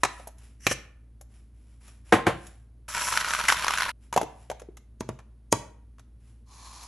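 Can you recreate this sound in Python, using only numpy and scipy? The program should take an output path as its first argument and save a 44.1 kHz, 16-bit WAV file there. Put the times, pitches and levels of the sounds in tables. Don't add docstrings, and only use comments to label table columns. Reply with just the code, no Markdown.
import sys
import numpy as np
from scipy import signal
from scipy.fft import rfft, irfft, next_fast_len
from scipy.io import wavfile
from scipy.ndimage import map_coordinates

SR = 44100
rng = np.random.default_rng(int(sys.argv[2]) if len(sys.argv) > 2 else 0)


def generate_wav(sig):
    pcm = np.round(np.clip(np.atleast_2d(sig).T, -1, 1) * 32767).astype(np.int16)
    wavfile.write(sys.argv[1], SR, pcm)


N = 302967

# start in seconds, level in dB, wall pitch in Hz.
ICE_HITS = [(2.947, -16.5, 1700), (3.019, -18.5, 1660), (3.085, -16.5, 1500), (3.125, -14, 1210),
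            (3.173, -5.5, 1500), (3.245, -15, 1365), (3.306, -14, 1290), (3.335, -11, 1480),
            (3.348, -15, 1150), (3.411, -15.5, 1300), (3.483, -7, 2020), (3.486, -4, 2080),
            (3.493, -5.5, 1490), (3.5, -5, 1490), (3.522, -6, 945), (3.644, -11.5, 980),
            (3.666, -13.5, 1050), (3.681, -9, 1350), (3.706, -11, 1130), (3.736, -13, 1400),
            (3.774, -13, 1520), (3.783, -12.5, 1410), (3.806, -12, 1490), (3.82, -10.5, 1490),
            (3.831, -13, 1600), (3.891, -17, 1550)]
# frequency in Hz, gain in dB.
SLUSH_TONE = [(180, -35), (300, -26.5), (438, -31), (600, -6.5), (773, -17), (934, -2.5), (1480, -3),
              (1750, -5), (2190, -5.5), (4450, -10), (4810, -21.5), (5640, -18.5), (8900, -33.5),
              (10900, -15), (13000, -34)]
CRACK_TONE = [(500, -26.5), (1000, 9.5), (2300, 3), (4600, -5), (5800, -0.5), (9000, -16.5), (11000, -0.5),
              (13000, -34)]
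# frequency in Hz, level in dB.
WHINE_TONES = [(9819, -49), (11886, -51)]
# resonance in Hz, width in Hz, gain in dB.
WALL_MODES = [(620, 19, 0), (1013, 93, -9), (1080, 30, -1), (1260, 59, 7.5), (1490, 270, 9),
              (1650, 40, -19), (2290, 480, 1)]
CUP_MODES = [(120, 28, -6.5), (225.2, 77, 0), (326, 260, 2), (445, 330, 0.5), (640, 45, 2), (945, 82, 1),
             (1150, 27, -4)]
SLIDE_MODES = [(1034, 160, 7.5), (1193, 89, -7.5), (2320, 99, -0.5), (4210, 250, 2)]
# start in seconds, then loose lid, seated lid and jar thud in dB.
RIM_KNOCKS = [(0.034, -10.5, -22, -26), (0.049, -17.5, -40.5, -47), (0.6674, -35.5, -11, -19.5),
              (0.713, -26.5, -21.5, -21.5)]
# frequency in Hz, gain in dB.
LOOSE_TONE = [(120, -48), (200, -12.5), (504, -6.5), (698, -0.5), (1270, -0.5), (1590, -7.5), (2520, -9.5),
              (3150, -21), (3870, -11.5), (4220, -19), (5840, -18.5), (6260, -15.5), (6940, -16.5),
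              (10300, -22.5), (12000, -29.5), (15600, -56.5), (22000, -120)]
SEATED_TONE = [(300, -17), (520, -5.5), (900, -10.5), (1200, 1.5), (1400, -8.5), (1700, -4.5),
               (2100, -10.5), (2450, -.5), (2950, -5), (3450, -17), (4100, -8), (4750, -19.5),
               (5600, -10.5), (7000, -13.5), (9500, -31), (11200, -18)]
JAR_THUD_TONE = [(50, -7.5), (110, 2), (180, -2.5), (330, -1), (420, -4), (530, 2.5), (680, -7.5),
                 (850, -24), (2000, -48)]
# resonance in Hz, width in Hz, gain in dB.
DISC_MODES = [(385, 45, -3.5), (508, 67, 1.5), (690, 120, -3)]
JAR_SEAL_MODES = [(1790, 460, -1.5), (2920, 490, -6.5), (5660, 600, 1), (6400, 780, -2), (7460, 1100, -6.5),
                  (11000, 500, -4)]
SHELF_MODES = [(195, 9.3, -7), (464.6, 16, 5), (520, 9.9, -11.5), (734, 36, 0.5), (1050, 8.7, 2),
               (1276, 27, -9.5), (1466, 78, -11.5), (1596, 27, -8.5), (1860, 40, -12), (2200, 50, -14),
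               (2386, 35, -13), (2920, 130, -23), (3080, 61, -25.5)]
# start in seconds, level in dB, boom of the board in dB.
JAR_LANDINGS = [(2.1227, -23, -32.5), (2.125, -3.5, -13.5), (2.14, -22, -16.5), (2.2645, -25, -41),
                (2.268, -8.5, -14.5)]
# frequency in Hz, gain in dB.
LANDING_TONE = [(35, -34), (100, 3), (700, 6), (2000, -1.5), (3500, -11.5), (5000, -21), (7200, -20),
                (9000, -25), (11000, -18), (13000, -44)]
# time in seconds, then thump, click and squeak in dB.
LID_SNAPS = [(5.0081, -23.5, -33.5, -39), (5.0904, -23, -35.5, -54.5), (5.527, -10.5, -16.5, -15)]
# resonance in Hz, width in Hz, gain in dB.
THUD_MODES = [(85, 33, -1.5), (122.3, 45, 0)]
BOOM_MODES = [(100, 16, -6.5), (132.5, 8.7, 1)]
# start in seconds, level in dB, air resonance in Hz, click in dB.
HOLLOW_TAPS = [(.198, -40.5, 635, -50), (0.2719, -36, 694, -47), (0.287, -44.5, 680, -53),
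               (1.211, -47.5, 623, -53), (4.127, -23, 964, -29), (4.1627, -12, 692, -23),
               (4.1755, -11.5, 816, -20.5), (4.214, -19.5, 683, -29.5), (4.231, -24.5, 367, -35.5),
               (4.500, -26, 563, -32), (4.514, -28.5, 729, -36), (4.618, -37, 495, -47.5),
               (4.687, -34.5, 376, -83)]
# start in seconds, level in dB, treble tilt in dB per octave.
LIGHT_TICKS = [(0.273, -35, 13), (0.383, -52.5, 9), (1.212, -43, 12.5), (1.224, -50, 23), (1.88, -50, 4),
               (2.468, -41.5, 7.5), (4.138, -30.5, 1.5), (4.597, -44, 2), (4.77, -44, 2.5),
               (5.189, -44.5, -4), (5.2, -50.5, -4.5), (5.983, -52.5, -3), (5.994, -49.5, 0),
               (6.831, -43, 6)]
# peak time in seconds, lead-up in seconds, peak level in dB.
GRIP_RUBS = [(.2, 0.19, -56), (.445, 0.061, -60), (1.36, .06, -65), (1.74, 0.19, -71), (1.885, .07, -57),
             (2.095, 0.038, -58), (2.47, 0.12, -55.5), (4.038, 0.027, -66.5), (4.43, 0.13, -63.5),
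             (6.295, 0.087, -68)]
# frequency in Hz, gain in dB.
PLASTIC_TONE = [(300, -7.5), (1100, 5.5), (1700, 0), (2900, -4), (4700, -10.5), (6500, -3), (7900, -8.5),
                (9100, -20), (10700, -4.5), (13000, -20)]
GRIP_TONE = [(400, -1.5), (1200, -1.5), (2500, -1), (4500, -9), (5600, -3.5), (6300, -8.5), (7500, -3),
             (8800, -12.5), (10400, 2.5), (13000, -27.5)]
BASE_TONE = [(290, -16), (500, -18.5), (1090, 1.5), (1450, -19), (1750, -14), (2940, -17), (4310, -11),
             (6670, -8.5), (8880, -21), (10300, -9), (11500, -17.5), (12300, -41), (13000, -80.5)]
# frequency in Hz, level in dB.
HUM_TONES = [(57.2, -51.5), (114.4, -65)]
# frequency in Hz, gain in dB.
AIR_TONE = [(25, -42), (38, -19), (58, -9), (80, -14), (115, -11.5), (150, -25.5), (220, -17.5),
            (330, -27.5), (500, -36), (800, -42.5), (2700, -52.5), (8000, -59), (10500, -49.5),
            (13000, -69)]
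# frequency in Hz, time to fall 60 dB in seconds.
ROOM_T60 = [(120, 0.48), (500, 0.48), (1500, 0.51), (5000, 0.32), (11000, 0.33)]
# frequency in Hz, side gain in dB.
MIC_WIDTH = [(60, -18), (150, -14), (350, -1), (650, 4), (1300, -8.5), (3000, 2), (9000, 2.5), (12000, 2.5)]

STIR_START_S, STIR_END_S = 2.884, 3.912
STIR_MIDDLE_S = (STIR_START_S + STIR_END_S) / 2
CHURN_START_S, CHURN_END_S = STIR_START_S + 0.12, STIR_END_S - 0.023
HIT_SAMPLES = 16384
TIME = np.arange(N) / SR


def ice_clacks():
    out = np.zeros((2, N))
    for s, db, wall_hz in ICE_HITS + ice_nudges():
        cube_modes = [(hz, 220, 0) for hz in wall_hz * 2 ** rng.uniform([.4, 1.1, 1.8], [1.1, 1.8, 2.4])]
        add(out, s + .001, amp(db - 4) * blow(body([(wall_hz, 260, 0)]), chatter_db=-6, t60=.015))
        add(out, s + .0009, amp(db - 11) * blow(body(cube_modes), chatter_db=-5.5, t60=.0098))
        add(out, s + .0012, amp(db - 8.5) * blow(tone(CRACK_TONE), chatter_db=9.5, t60=.022))
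    return out


def ice_nudges(count=11, level_db=-18.5, wall_hz=1400):
    when, size, pitch = rng.random((count, 3)).T
    starts = np.interp(np.arange(count) + when, [0, count], [CHURN_START_S, CHURN_END_S])
    return list(zip(starts, level_db - (2 * size - 1), wall_hz * 2 ** (pitch - .5)))


def ice_churn(graze_fade_db_per_s=13):
    fizz = spread(grains(rate=6000, spread_db=5), .14 * grains(rate=5000, spread_db=0))
    knocks = spread(grains(rate=200, spread_db=4), .15 * grains(rate=200, spread_db=4))
    crackle = spread(grains(rate=3000, spread_db=-2.5), .2 * grains(rate=1200, spread_db=-10))
    slush = amp(-5.5) * (unit(filtered(fizz, tone(SLUSH_TONE))) + ice_chinks())
    wall = amp(-4) * unit(filtered(knocks, body(WALL_MODES)))
    shake = amp(-20.5) * unit(filtered(knocks, body([(110, 220, .44), (235.2, 43, -2.5)])))
    graze = unit(filtered(crackle, body([(5600, 640, -.5), (7520, 930, -3.5), (10850, 730, -2.5)])))
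    graze *= amp(-6.5 + 2.5 * wobble(22) - graze_fade_db_per_s * (TIME - STIR_MIDDLE_S))
    return ice_motion() * amp(1.6 * wobble(53)) * (slush + wall + shake + graze)


def ice_chinks(count=420, ring_cycles=7):
    when, pitch, size, pan = rng.random((count, 4)).T
    starts = STIR_START_S + when * (STIR_END_S - STIR_START_S)
    hz = 950 * 2 ** (2.8 * pitch ** 1.7)[:, None]
    t = np.arange(SR // 18) / SR
    gains = amp(15 * size ** 2 - 5 * pitch)[:, None]
    rings = gains * np.sin(2 * np.pi * hz * t) * np.exp(-hz * t / ring_cycles)
    index = (np.round(starts * SR).astype(int)[:, None] + np.arange(len(t))).ravel()
    mid, side = [np.bincount(index, (rings * g).ravel(), N)[:N] for g in (1, .21 * (pan[:, None] - .5))]
    return spread(mid, side) / np.sqrt(np.mean(mid[mid != 0] ** 2))


def ice_motion(stroke_s=.177, stroke_peak_s=3.505, rise_db_per_s=1, surge_decay_s=.02):
    stroke_db = .7 * np.cos(2 * np.pi * (TIME - stroke_peak_s) / stroke_s)
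    beat = amp(-26.5 + rise_db_per_s * (TIME - STIR_MIDDLE_S) + stroke_db)
    surge_power = sum(amp(db - 24) ** 2 * (TIME > s) * np.exp(-2 * np.abs(TIME - s) / surge_decay_s)
                      for s, db, _ in ICE_HITS)
    moving = gate(CHURN_START_S, CHURN_END_S, attack_s=.1836, release_s=.046)
    return moving * np.sqrt(beat ** 2 + surge_power)


def jar_lid():
    out = np.zeros((2, N))
    for s, loose_db, seated_db, thud_db in RIM_KNOCKS:
        add(out, s, amp(loose_db) * blow(tone(LOOSE_TONE), chatter_db=16.5, t60=.038))
        add(out, s, amp(seated_db) * blow(tone(SEATED_TONE), chatter_db=5, t60=.038))
        add(out, s, amp(seated_db - 7) * blow(body(DISC_MODES), chatter_db=-13, t60=.02))
        add(out, s, amp(thud_db) * blow(tone(JAR_THUD_TONE), chatter_db=-9.5, t60=.041))
    return out


def jar_on_shelf():
    out = np.zeros((2, N))
    board = body([(100, 88, -15), (318.4, 32, -1), (366, 35, -4)])
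    for s, db, boom_db in JAR_LANDINGS:
        add(out, s, amp(db - 3) * blow(body(SHELF_MODES), chatter_db=-11, t60=.03))
        add(out, s, amp(db - 2.5) * blow(tone(LANDING_TONE), chatter_db=15, t60=.16))
        add(out, s + .002, amp(boom_db) * blow(board, chatter_db=-10, t60=.04))
    return out


def cup_lid_snaps(squeak_rise_s=.0025):
    out = np.zeros((2, N))
    slip = unit(filtered(rng.standard_normal(N), body([(6550, 960, 0)])))
    rattle = tone([(300, -19.5), (900, 1), (1500, 1), (2500, -7.5), (5000, -27.5)])
    counter = lambda f: body(THUD_MODES)(f) / np.hypot(1, f / 250)
    for s, db, click_db, squeak_db in LID_SNAPS:
        out += amp(squeak_db + 3.5) * slip * np.exp(-np.abs(TIME - s) / squeak_rise_s) * (TIME < s)
        corner_hz = 2600 * amp(.99 * db)
        cup = lambda f: body(CUP_MODES)(f) / np.hypot(1, f / corner_hz)
        add(out, s, amp(db) * blow(cup, chatter_db=-7.5, t60=.078))
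        add(out, s, amp(db - 18) * blow(rattle, chatter_db=16, t60=.095))
        add(out, s, amp(click_db) * blow(tone(PLASTIC_TONE), chatter_db=-1, t60=.025))
        add(out, s + .007, amp(db - 16.5) * blow(counter, chatter_db=-18.5, t60=.01))
    return out


def taps():
    out = np.zeros((2, N))
    vessel = tone([(60, -18.5), (140, 1.5), (330, 1), (900, -48.5), (3000, -80)])
    for s, db, hz, click_db in HOLLOW_TAPS:
        cavity = lambda f: body([(hz, 170, 0), (1.3 * hz, 200, -6)])(f) / (1 + (f / (1.5 * hz)) ** 2)
        add(out, s, amp(db) * blow(cavity, chatter_db=-3.5, t60=.066))
        add(out, s, amp(db - 15.5) * blow(vessel, chatter_db=-10, t60=.027))
        add(out, s, amp(click_db) * blow(tone(PLASTIC_TONE), chatter_db=8, t60=.033))
    return out


def ticks():
    out = np.zeros((2, N))
    for s, db, tilt_db in LIGHT_TICKS:
        colour = lambda f: tone(PLASTIC_TONE)(f) * amp(tilt_db * np.log2(1 + f / 1000))
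        add(out, s, amp(db) * blow(colour, chatter_db=15, t60=.046))
    return out


def jar_seal():
    push = swell(peak_s=.7273, lead_s=.12, growth_db=32.5, release_s=.0079)
    return amp(-28) * push * scrape(body(JAR_SEAL_MODES))


def cup_slide(start_s=6.454, length_s=.59):
    base = amp(-1) * scrape(tone(BASE_TONE))
    ring = amp(-8 + 1.4 * wobble(18)) * scrape(body(SLIDE_MODES))
    speed = np.abs(np.sin(np.pi * np.clip((TIME - start_s) / length_s, 0, 1)))
    return amp(-48.5 + 1.2 * wobble(30)) * speed ** .98 * (base + ring)


def hand_rubs():
    pushes = sum(amp(db) * swell(s, lead_s, growth_db=8, release_s=.062) for s, lead_s, db in GRIP_RUBS)
    return pushes * scrape(tone(GRIP_TONE))


def whine():
    return wavering_tones(WHINE_TONES, drift_rad=.2, rate=8)


def appliance_hum():
    return wavering_tones(HUM_TONES, drift_rad=.06, rate=2.7)


def room_air():
    mid, side = filtered(rng.standard_normal((2, N)), tone(AIR_TONE))
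    return amp(-59.5) * spread(unit(mid), .11 * unit(side))


def kitchen_echo(x, stretches=22, build_s=.0054):
    out = np.zeros((2, N + 2 * SR))
    for part in np.array_split(np.arange(N), stretches):
        hz, t, noise = signal.stft(rng.standard_normal((2, SR * 3 // 4)), SR, nperseg=256)
        tail = signal.istft(noise * amp(-60 * t / along(ROOM_T60, hz)[:, None]), SR, nperseg=256)[1]
        tail *= 1 - np.exp(-np.arange(tail.shape[1]) / SR / build_s)
        response = spread(tail[0], .5 * tail[1]) / np.linalg.norm(tail[0])
        wet = signal.fftconvolve(x.mean(0)[part][None], response, axes=1)
        out[:, part[0]:part[0] + wet.shape[1]] += wet
    colour = tone([(100, -11), (400, -17.5), (1200, -16.5), (4000, -10.5), (11000, -18)])
    return filtered(out[:, :N], colour)


def blow(response, chatter_db, t60):
    t = np.arange(HIT_SAMPLES) / SR
    cepstrum = irfft(np.log(np.abs(response(np.fft.rfftfreq(HIT_SAMPLES, 1 / SR))) + 1e-5))
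    cepstrum[1:HIT_SAMPLES // 2] *= 2
    cepstrum[HIT_SAMPLES // 2 + 1:] = 0
    chatter = rng.standard_normal((2, HIT_SAMPLES)) * amp(-60 * t / t60) * (1 - np.exp(-t / .0005))
    chatter /= np.linalg.norm(chatter[0])
    force = spread(unit((t == 0) + amp(chatter_db) * chatter[0]), amp(-14) * unit(chatter[1]))
    ring = irfft(rfft(force) * np.exp(rfft(cepstrum)))
    return unit(ring) * np.sqrt(.003 * SR / HIT_SAMPLES)


def scrape(response):
    slips = spread(grains(rate=4000, spread_db=3.5), .2 * grains(rate=4000, spread_db=6))
    return unit(filtered(slips, response))


def grains(rate, spread_db):
    size = amp(spread_db * np.clip(rng.standard_normal(N), -2, 2))
    return (rng.random(N) < rate / SR) * size * np.sign(rng.standard_normal(N))


def wavering_tones(tones, drift_rad, rate):
    return sum(amp(db) * np.sqrt(2) * np.sin(2 * np.pi * hz * TIME + drift_rad * wobble(rate))
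               for hz, db in tones)


def wobble(rate):
    return map_coordinates(rng.standard_normal(int(N * rate / SR) + 4), [TIME * rate])


def swell(peak_s, lead_s, growth_db, release_s, attack_s=.015):
    t = TIME - peak_s
    onset = np.clip(1 + (t + lead_s) / attack_s, 0, 1)
    return onset * amp(growth_db * np.minimum(t, 0) / lead_s) * np.exp(-np.maximum(t, 0) / release_s)


def gate(start_s, end_s, attack_s, release_s):
    return np.interp(TIME, [start_s - attack_s, start_s, end_s, end_s + release_s], [0, 1, 1, 0])


def body(modes):
    return lambda f: sum((-1) ** k * amp(db) * 1j * f * width / (hz * hz - f * f + 1j * f * width)
                         for k, (hz, width, db) in enumerate(modes))


def tone(points):
    return lambda hz: amp(along(points, hz))


def along(points, hz):
    frequencies, values = np.transpose(points)
    return np.interp(np.log(hz + 1), np.log(frequencies + 1), values)


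def filtered(x, response):
    size = x.shape[-1]
    padded = next_fast_len(size + SR // 2)
    return irfft(rfft(x, padded) * response(np.fft.rfftfreq(padded, 1 / SR)), padded)[..., :size]


def amp(db):
    return 10 ** (np.asarray(db) / 20)


def unit(x):
    return x / np.sqrt(np.mean(x ** 2) + 1e-20)


def spread(mid, side):
    return np.array([mid + side, mid - side])


def add(track, s, sound):
    part = track[:, round(s * SR):][:, :HIT_SAMPLES]
    part += sound[:, :part.shape[1]]


def scene():
    handling = jar_lid() + jar_on_shelf() + taps() + ticks() + cup_lid_snaps()
    handling += hand_rubs() + jar_seal() + cup_slide()
    counter_boom = amp(1) * filtered(handling, body(BOOM_MODES))
    stirring = ice_clacks() + ice_churn() + whine()
    handling_echo = kitchen_echo(handling)
    stirring += amp(.5) * kitchen_echo(stirring)
    stirring *= amp(-6) * gate(STIR_START_S, STIR_END_S, attack_s=.0037, release_s=.0067)
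    return stirring + handling + counter_boom + handling_echo + appliance_hum() + room_air()


def record(dry):
    ceiling, top_hz = .85, 13600
    stereo = spread(dry.mean(0), filtered((dry[0] - dry[1]) / 2, tone(MIC_WIDTH)))
    rounded = stereo / (1 + np.abs(stereo / ceiling) ** 4) ** .25
    coloured = filtered(rounded, tone([(11400, 0), (12200, -10.5), (13500, -16)]))
    return filtered(coloured, lambda hz: 1 / np.sqrt(1 + (hz / top_hz) ** 120))


dry = scene()
out = record(dry)
generate_wav(out)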